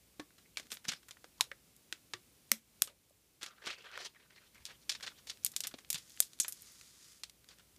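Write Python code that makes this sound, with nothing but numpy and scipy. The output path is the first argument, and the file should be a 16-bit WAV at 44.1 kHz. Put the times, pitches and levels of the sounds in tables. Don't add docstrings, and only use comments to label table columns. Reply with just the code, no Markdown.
import sys
import numpy as np
from scipy import signal
from scipy.fft import rfft, irfft, next_fast_len
from scipy.io import wavfile
from scipy.ndimage import uniform_filter1d, map_coordinates

SR = 44100
rng = np.random.default_rng(int(sys.argv[2]) if len(sys.argv) > 2 else 0)


def ratio(d):
    e = np.asarray(d, float) / 20
    return 10 ** e


def unload_audio(sound):
    columns = np.transpose(np.atleast_2d(sound))
    steps = np.round(np.clip(columns, -1, 1) * 32767)
    wavfile.write(sys.argv[1], SR, steps.astype(np.int16))


N = 343315

POPS = [
    (1.4092, 2.5, -8, -5.5),
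    (2.5171, .5, -3.5, .3),
    (2.821, -1, -5, 3),
    (5.4479, -10, -17, 9),
    (6.2035, -3, -8, 6.5),
]
CRACKS = [(.5718, -7.5, -5, -16.5), (.7708, -23, 0, -17.5), (.8523, -22.5, 7.5, -10.5),
          (1.5161, -26, 13, -13.5), (1.9258, -10, -1, -12.5), (3.463, -17.5, -5.5, -13),
          (3.6613, -18, -8, -13.5), (3.8236, -38.5, -9, -10), (3.9762, -27, 20.5, -8), (4.5794, -47, 6, -7),
          (4.6537, -13.5, -21, -10.5), (5.4635, -10, -14, 0), (5.9294, -10.5, -16, -2),
          (6.1042, -31, -16, -12), (6.1951, -34, -10, -4), (6.4076, -15, -13, -4), (6.417, -28.5, -14, 9),
          (6.621, -45, -17, 19), (6.8121, -25.5, -8, -12), (7.2971, -27, -12.5, -6.5)]
SNAPS = [(.306, -49.5, 14, -13), (1.1096, -19.5, -6.5, -11.5), (1.1697, -42, 14.5, -24.5),
         (2.136, -9.5, -2, -17), (2.84, -26, -10, -4), (6.482, -22, 0, 12), (1.4165, -17, -4, -5),
         (1.441, -29, -2, -6), (3.4417, -23.5, 2, -12), (3.915, -30, 2, -16), (4.5471, -41, 1, -1),
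         (5.0003, -36, 9, -16), (5.0081, -27, 4, -10), (5.0771, -13, -2.5, -26), (5.3129, -25, -3, -19.5),
         (5.4552, -20, -10, -3), (5.518, -31, -20, 3), (5.5635, -6, -16, -4), (5.6054, -11, -13, -2.5),
         (5.671, -14, -8, 1), (5.9028, -9.5, -12, 3.5), (6.4003, -6.5, -15, -4), (6.4476, -17.5, 5, -15.5),
         (6.5236, -23, -20, 6), (7.2353, -11.5, -11, -12), (7.4885, -27, -11, -11.5)]
THUMPS = [
    (.1973, -20, 0, -13.5),
    (.5978, -19, -7, -12),
    (1.2431, -28.5, 4, -12),
    (2.8742, -24, -9, -9),
    (5.7402, -19.5, -6, -20),
]
CRUNCHES = [(.3822, -36, 3.5, -8.5), (.579, -18, 0, -8), (.6293, -36, -4, -12), (.7042, -26, -1, -8),
            (.7178, -12.5, -3, -6), (.8835, -7, -9, -11), (.8896, -3.5, -8, -21),
            (.9179, -13.5, 2.5, -12.5), (.9338, -18, 2, -14), (1.03, -38, 4, -12.5), (1.085, -33, 10.5, 1),
            (3.43, -12.5, -2.5, -10.5), (4.069, -24, -10, -20), (4.8943, -1, -13, -13.5),
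            (4.9179, -9, -13, -16), (4.9503, -14, -6, -21), (5.298, -9.5, -14, -15), (5.5376, -30, -3, -13),
            (5.6368, -9, -16, -12), (5.712, -31.5, 5, -13), (5.9445, -7, -14, -10),
            (5.9563, -10.5, -8.5, -28), (5.9792, -19, -15, -8), (6.1872, -39, -20, -4), (6.49, -33, 0, 11),
            (6.5118, -44.5, 1, 8.5), (6.7196, -46, 1, 10), (7.5958, -36.5, 6, -11)]
FOLDS = [(.7357, -29, -4, 3), (.843, -28, 0, -8), (2.5338, -21.5, -12, -21.5), (3.4117, -21.5, 1, -13),
         (3.6671, -8.5, 0, -19), (3.6975, -29, 5, -8), (3.702, -11, -4, -26), (4.6593, -18, -15, -11.5),
         (4.6956, -25.5, 1, -22), (4.7062, -36, 6, -7), (5.0251, -12, -12, -16), (5.0344, -21, 6, -17.5),
         (5.0636, -12.5, -5, -20), (5.269, -21, -6, -10), (5.6426, -16, -.4, -19), (5.7827, -27.5, 3, -8),
         (6.22, -13, -19.5, -8), (6.4304, -18, -20, -4), (6.6069, -43, -16, 8), (7.51, -34, 3, -14)]
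TICKS = [(0.56, -46, 0, -9), (0.669, -39, 2, -5), (1.7646, -47.5, -10, 12), (2.494, -43.5, -13, -1.5),
         (4.1485, -47, 15, -11), (4.3068, -38, 7, -16), (4.3618, -35, 1, -18), (4.5562, -45, 18, -3),
         (5.119, -43, 9.5, -9), (5.3731, -32, -7, -14), (5.4358, -32, -11, -7), (5.8478, -28.5, -8, -22),
         (5.8906, -44, -3, 2), (6.0966, -39, -4, 5), (6.1201, -39, -17, 2), (6.1745, -30, 2, -16),
         (6.166, -36, -12, -2), (6.3334, -29.5, -9, -7.5), (6.3894, -32.5, -4, -4), (7.444, -38.5, -1, -6),
         (7.586, -38, -0.5, -6), (7.763, -40, -6, -4)]


def creases():
    # (rows, rattle t60/s, low end/dB under the body); pops must come first
    kinds = [(POPS, .0075, -6), (CRACKS, .015, -13), (SNAPS, .023, -8), (THUMPS, .026, 6),
             (CRUNCHES, .036, -11), (FOLDS, .055, -6), (TICKS, .014, -14)]
    low_per_body = .7
    return np.array([(s, db, under + low_per_body * body, body, bright, t60)
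                     for rows, t60, under in kinds
                     for s, db, body, bright in rows])


CREASE_HZ = [40, 100, 480, 900, 1500, 4200, 10000, 13500, 15300]
# (f/Hz, width/Hz, level/dB)
SHEET = [(3500, 260, 4), (5610, 590, 3.5), (6970, 400, 5), (8260, 450, 4), (11600, 390, 2)]
# (f/Hz, width/Hz, level/dB)
PANELS = [
    [(1050, 250, 9), (2540, 350, 5), (3850, 450, 10), (5260, 350, 6), (6700, 400, 6), (9870, 600, 3)],
    [(2200, 500, 8), (3500, 400, 2), (5900, 900, 8), (8200, 800, 6), (11500, 1100, 6), (13700, 600, 6)],
    [(3450, 700, 7), (5400, 600, 5), (6790, 350, 4), (8400, 900, 8), (10100, 500, 4), (11800, 700, 4)],
    [(3200, 600, 3), (4600, 500, 2), (6000, 600, 2), (8300, 900, 4), (10500, 900, 3), (12500, 900, 3)],
    [(3630, 300, 4), (4910, 300, 5), (6900, 900, 8), (9000, 1100, 7), (11500, 800, 4), (13100, 500, 4)],
]


def crease_colours(rows, hz):
    colours = []
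    for _, db, low, body, bright, _ in rows:
        dark, shiny = min(bright, 0), max(bright, 0)
        levels = [low - 30, low - 13, low + 1, (low + body) / 2 - 2.5, body + 1.5, 0,
                  bright, bright + .6 * dark - .6, bright - .6 * shiny + 1.2 * dark - 7]
        colours.append(along(list(zip(CREASE_HZ, levels)), hz) + db + 4.5)
    woken = rng.uniform(0.12, 1.15, (len(rows), len(SHEET)))
    woken[:len(POPS)] *= .3
    colours = np.array(colours) + woken @ humps(SHEET, hz)
    for pop, panel in enumerate(PANELS):
        colours[pop] += humps(panel, hz).sum(axis=0) - 1.7
    return colours


def rattles(life, size):
    t = np.arange(SR // 16) / SR
    after_slips = ratio(3.5 * rng.standard_normal((len(life), len(t) // 32 + 1)))
    uneven = after_slips.repeat(32, axis=1)[:, :len(t)]
    fall = uneven * (ratio(-60 * t / (0.99 * life)) + 0.15 * ratio(-60 * t / (5 * life)))
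    rise = 1 - np.exp(-(t + 1 / SR) / life ** 2)
    rattle = rfft(rng.standard_normal(fall.shape) * fall * rise, size)
    return rattle / np.sqrt(uniform_filter1d(abs(rattle) ** 2, size=420))


def snaps(room_db):
    rows = creases()
    count, size, lead = len(rows), 12288, 64
    hz = np.fft.rfftfreq(size, 1 / SR)
    is_pop = (np.arange(count) < len(POPS))[:, None]
    life = rows[:, 5:]
    rattle = rattles(life, size)
    flip = np.where(is_pop, .84, np.clip(.95 - life / .05, 0, .7))
    lag = rng.uniform(.00015, .0011, (count, 3, 1))
    echo = np.where(is_pop, .12, .3)
    click = 0.8 + echo * ([-1, 1, -1] @ np.exp(-2j * np.pi * hz * lag))
    answer = rfft(np.pad(tails(count), ((0, 0), (120, 0))), size)
    wet_db = room_db + np.where(is_pop, -4, 0)
    snap = np.sqrt(flip) * click + np.sqrt(1 - flip) * rattle + ratio(wet_db) * answer
    heard = np.roll(irfft(snap * causal(crease_colours(rows, hz))), lead, axis=1)
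    at = np.round(rows[:, :1] * SR).astype(int) - lead + np.arange(size)
    return np.bincount(at.ravel(), heard.ravel(), N)[:N]


# (t/s, peak level/dB, f/Hz, t60/s)
BOOMS = [(0.195, -38, 299, 0.094), (.197, -46, 520, .03), (.198, -50, 930, .06), (.198, -50, 1120, .11),
         (.198, -48, 1733, .08), (.198, -54, 2100, .05), (2.14, -54, 105, .08), (1.38, -62, 520, .02),
         (1.47, -60, 520, .04), (0.884, -37, 185, 0.035), (1.41, -27.5, 1013, 0.023),
         (1.409, -33, 3750, .03), (1.516, -48, 555, 0.05), (1.515, -42, 1830, 0.033),
         (2.14, -52, 360, 0.17), (.572, -35, 2250, .03), (6.204, -40, 600, .02), (.722, -48, 450, .03),
         (2.137, -43, 1900, .065), (2.138, -52, 1170, .1), (2.136, -46, 450, .03), (1.516, -47, 2250, .05),
         (1.518, -55, 1940, .08), (2.878, -52, 1250, .05), (2.875, -50, 2950, .04), (.653, -53, 260, .03),
         (.725, -54, 229, 0.061), (.93, -54, 170, .07), (2.518, -42.5, 221, 0.17), (2.518, -43, 542, 0.059),
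         (3.108, -56.5, 590, 0.025), (3.67, -43, 400, 0.039), (4.6, -59, 70, .15), (4.895, -25, 5170, .03),
         (5.077, -39, 3670, .03), (5.741, -40.5, 252, 0.035), (5.943, -45, 160, 0.073),
         (6.402, -49, 248, 0.037), (6.401, -23, 7080, .06), (6.4, -24, 8630, .05), (1.409, -38, 2600, .03),
         (1.409, -30, 5230, .02), (6.417, -36, 7100, 0.15), (5.741, -42, 540, .025),
         (3.977, -43, 560, .025), (3.43, -45, 340, .03), (1.926, -47, 330, .03)]


def booms():
    u = np.arange(SR // 4) / SR
    out = np.zeros(N + SR)
    for s, db, hz, t60 in BOOMS:
        drift = uniform_filter1d(rng.standard_normal(len(u)), size=60)
        wander = 1 + .36 * np.clip(hz / 3000, 1, 3) * drift
        swing = np.sin(2 * np.pi * hz * np.cumsum(wander) / SR)
        soft_start = 1 - np.exp(-u * hz / 0.23)
        out[round(s * SR):][:len(u)] += ratio(db - 60 * u / t60) * swing * soft_start
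    return out[:N]


EDGE_DB = -11
# (middle t/s, half length t/s, drag level/dB, crispness level/dB)
RUSTLE = [(.385, .015, -72, -4), (.42, .03, -80, 10), (.66, .02, -70, 0), (1.39, .02, -65, -2),
          (2.89, .03, -60, -12), (3.475, .03, -56, 0), (3.525, .025, -66, -20), (3.58, .03, -66, -17),
          (3.632, .025, -55, -8), (3.655, .008, -47, -2), (3.735, .015, -51, -4), (3.685, .05, -48.5, -10),
          (3.786, .012, -55, -3), (3.81, .04, -60, -8), (3.848, .015, -51, -10), (3.88, .025, -54, -15),
          (3.94, .04, -53, -11), (3.99, .04, -50, -3), (4.028, .032, -49.5, 1), (4.056, .016, -45, 4),
          (4.155, .025, -67, -10), (4.22, .05, -63, -12), (4.325, .035, -64, -10), (4.375, .025, -64, -3),
          (4.43, .035, -65, -8), (4.468, .015, -67, 0), (4.57, .045, -65, -6), (4.62, .025, -66, -6),
          (4.7, .05, -57, -9), (4.83, .03, -76, 12), (5.1, .03, -62, -12), (5.19, .025, -68, 3),
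          (5.295, .03, -62, 11), (5.37, .03, -70, 3), (5.435, .02, -77, 14), (7.51, .04, -64, 5),
          (7.6, .04, -69, -4)]


def strokes():
    s, half, db, crisp_db = np.transpose(RUSTLE)
    u = (np.arange(0, N, 32)[:, None] / SR - s) / half + .25
    catch, let_go = 2.2, .85
    swell = ratio(EDGE_DB * np.where(u < 0, catch * u, let_go * u) ** 2)
    return [(swell @ ratio(level)).repeat(32)[:N] for level in (db, db + crisp_db)]


# (f/Hz, level/dB per Hz)
DULL = [(90, -40), (400, -4), (850, -5), (1700, -2), (2800, -2.5), (4500, -6.5), (7000, -35), (12000, -60)]
# (f/Hz, level/dB per Hz)
BRIGHT = [(1500, -34), (3000, -11), (4500, 0), (6500, -5.5), (9000, -16.5), (15000, -28)]


def rustle():
    clumps = ratio(2.5 * wobble(120))
    drag_gain, crinkle_gain = strokes()
    drag = clumps * crinkle(per_second=900, spread_db=3, noise=1.1)
    skin = ratio(-1.2) * coloured(drag, DULL)
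    sheet = coloured(clumps * crinkle(per_second=1300, spread_db=4, noise=0.6), BRIGHT)
    return clumps * pockets() + ratio(-2.5) * drag_gain * skin + ratio(-3.5) * crinkle_gain * sheet


# (middle t/s, half length t/s, level/dB, f/Hz)
POCKETS = [(3.475, .03, -62, 1300), (3.525, .03, -66, 1300), (3.585, .012, -66, 1600),
           (3.61, .02, -70, 1300), (3.65, .03, -64, 420), (3.635, .02, -60, 1800), (3.656, .007, -50, 3400),
           (3.7, .015, -50, 2300), (3.735, .015, -55, 2400), (3.775, .02, -62, 2600), (3.81, .02, -70, 450),
           (2.9, .03, -68, 600), (3.81, .025, -64, 2800), (3.89, .008, -58, 3200), (3.68, .025, -57, 330),
           (3.97, .05, -60, 4200), (4.58, .005, -62, 2250), (3.848, .012, -58, 2400),
           (3.868, .012, -52, 1600), (3.888, .01, -53, 1800), (3.872, .03, -62, 3200),
           (3.922, .018, -51.5, 1500), (3.955, .025, -52.5, 1900), (3.95, .03, -60, 3000),
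           (4.005, .015, -60, 700), (4.02, .015, -54, 4400), (4.06, .02, -52, 3300),
           (4.155, .013, -65, 2100), (4.165, .012, -67, 1700), (4.205, .02, -68, 2000),
           (4.25, .02, -70, 1550), (4.33, .02, -68, 2100), (4.368, .018, -65, 4300),
           (4.38, .012, -65, 1900), (4.43, .022, -72, 1600), (4.47, .015, -69, 3400),
           (4.565, .022, -67, 2100), (4.62, .015, -69, 2100), (4.67, .015, -60, 3200),
           (4.705, .02, -63, 1900), (4.75, .01, -66, 3100), (5.12, .008, -66, 1400),
           (5.195, .012, -69, 1650), (5.18, .03, -67, 3300), (5.3, .015, -50, 4600),
           (5.538, .008, -62, 1300),
           (.46, .006, -66, 2000), (.562, .004, -67, 3000), (.7145, .003, -50, 9000),
           (.737, .01, -54, 13000), (.878, .006, -54, 4000), (.89, .009, -39, 6000), (.9, .03, -60, 260),
           (.96, .02, -62, 5000), (1.403, .006, -60, 1100), (2.817, .003, -64, 6000),
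           (6.196, .003, -48, 7300), (7.2, .005, -66, 10000)]


def pockets():
    out = np.zeros(N + SR)
    u = np.arange(-SR // 12, SR // 12) / SR
    for s, half, db, hz in POCKETS:
        width = .24 * hz
        flutter = rng.standard_normal((2, len(u)))
        for turns in (1, 2):
            flutter = signal.lfilter([1], [1, -np.exp(-turns * np.pi * width / SR)], flutter)
        phase = 2 * np.pi * hz * u
        band = unit(flutter[0] * np.cos(phase) + flutter[1] * np.sin(phase))
        swell = ratio(db - 1.5 + .7 * EDGE_DB * (u / half) ** 2)
        out[round((s + u[0]) * SR):][:len(u)] += swell * band
    return out[:N]


def patchy(x):
    z = signal.stft(x, nperseg=256)[2]
    field = uniform_filter1d(rng.standard_normal(z.shape), size=4, axis=0)
    field = uniform_filter1d(field, size=4, axis=1)
    return signal.istft(z * ratio(2.6 * unit(field) - 1), nperseg=256)[1][:N]


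# (t/s, level/dB)
PEEL = [
    [(5.98, -62.5), (6.052, -65), (6.17, -63), (6.26, -68), (6.3, -71), (6.335, -66), (6.37, -73),
     (6.39, -68)],
    [(6.5, -64.5), (6.68, -61), (6.8, -61.5), (6.96, -63), (7.04, -61), (7.13, -61.5), (7.17, -65),
     (7.22, -71)],
]
# (f/Hz, level/dB per Hz)
GLUE = [(600, -30), (1140, -6), (1720, -5), (2730, -7), (3430, -4.5), (6690, -1), (10500, -5),
        (15000, -16.5)]
# (f/Hz, width/Hz, level/dB)
TAUT = [(2080, 200, 2), (3550, 300, 2), (4900, 450, 3.5), (6600, 450, 3.5), (7600, 300, 2)]


def peel():
    unsteady = ratio(.6 * wobble(23) + 1.2 * wobble(150))
    drag = crinkle(per_second=2500, spread_db=2.6, noise=0.6) * unsteady
    edge = ratio(-16 + 2.2 * wobble(30)) * coloured(drag, BRIGHT)
    hz = np.arange(500, 16000, 50)
    sung = along(GLUE, hz) + humps(TAUT, hz).sum(axis=0)
    pull = sum(ratio(curve(span) - 1.1) for span in PEEL)
    return pull * (coloured(drag, np.transpose([hz, sung])) + edge)


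# (f/Hz, t60/s)
ROOM = [(300, 0.28), (1500, 0.16), (5000, 0.14), (10000, .15), (15000, 0.14)]


def tails(count):
    hz, t, z = signal.stft(rng.standard_normal((count, SR // 5)), SR, nperseg=128)
    fall = ratio(-60 * t / along(ROOM, hz)[:, None])
    tail = signal.istft(z * fall, SR, nperseg=128)[1]
    return tail / np.linalg.norm(tail, axis=1, keepdims=True)


# (f/Hz, level/dB per Hz)
HISS = [(15, -60), (25, -29), (43, -7), (112, -1.5), (280, -5.5), (430, -9.5), (534, -11), (661, -15),
        (913, -17), (1370, -18), (1880, -18.5), (2210, -15.5), (10200, -16), (15300, -18.5)]
# (t/s, level/dB)
GAIN = [(0, -0.5), (2.5, 0.5), (2.6, -4), (2.82, 1.5), (2.9, -4.5), (3.4, -3), (4.2, -3), (5, 2.5),
        (7.2, -1.5), (7.78, 0)]


def floor():
    hum = ratio(-80 + 2.1 * wobble(5.2)) * np.sin(2 * np.pi * 59 * np.arange(N) / SR)
    hiss = ratio(-67) * coloured(rng.standard_normal(N), HISS)
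    return (hiss + hum) * ratio(curve(GAIN, off=0))


def crinkle(per_second, spread_db, noise):
    size_db = spread_db * np.minimum(rng.exponential(size=N), 3)
    happens = rng.random(N) < per_second / SR
    slips = happens * ratio(size_db) * np.sign(rng.standard_normal(N))
    return unit(slips) + noise * rng.standard_normal(N)


def coloured(x, spectrum):
    m = next_fast_len(N + 8192)
    gain = ratio(along(spectrum, np.fft.rfftfreq(m, 1 / SR)))
    return unit(irfft(rfft(x, m) * gain, m)[:N])


def humps(modes, hz):
    return np.array([db * np.exp(-((hz - centre) / width) ** 2) for centre, width, db in modes])


def causal(gain_db):
    cepstrum = irfft(gain_db * np.log(10) / 20)
    half = cepstrum.shape[1] // 2
    cepstrum[:, 1:half] *= 2
    cepstrum[:, half + 1:] = 0
    return np.exp(rfft(cepstrum))


def unit(x):
    return x / np.sqrt(np.mean(x ** 2) + 1e-20)


def along(points, hz):
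    f, v = np.transpose(points)
    return np.interp(np.log(hz + 1), np.log(f + 1), v)


def curve(rows, off=-120):
    t, db = np.transpose(rows)
    return np.interp(np.arange(N) / SR, t, db, off, off)


def wobble(rate):
    knots = rng.standard_normal(int(N * rate / SR) + 4)
    return map_coordinates(knots, [np.arange(N) * rate / SR])


def scene():
    friction = patchy(rustle()) + peel()
    wet = ratio(-13) * signal.fftconvolve(friction, tails(count=1)[0])[:N]
    mix = snaps(room_db=-15) + booms() + friction + wet + floor()
    return mix[None]


def band_limit(x):
    return signal.sosfilt(signal.butter(12, 16550, fs=SR, output="sos"), x)


def record(dry):
    m = next_fast_len(N)
    over = np.clip((np.fft.rfftfreq(m, 1 / SR) - 15190) / 380, 0, 1)
    keep = ratio(-29 * np.sin(over * np.pi / 2) ** 2)
    mix = irfft(rfft(dry, m) * keep, m)[:, :N]
    return band_limit(mix)


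dry = scene()
out = record(dry)
unload_audio(out)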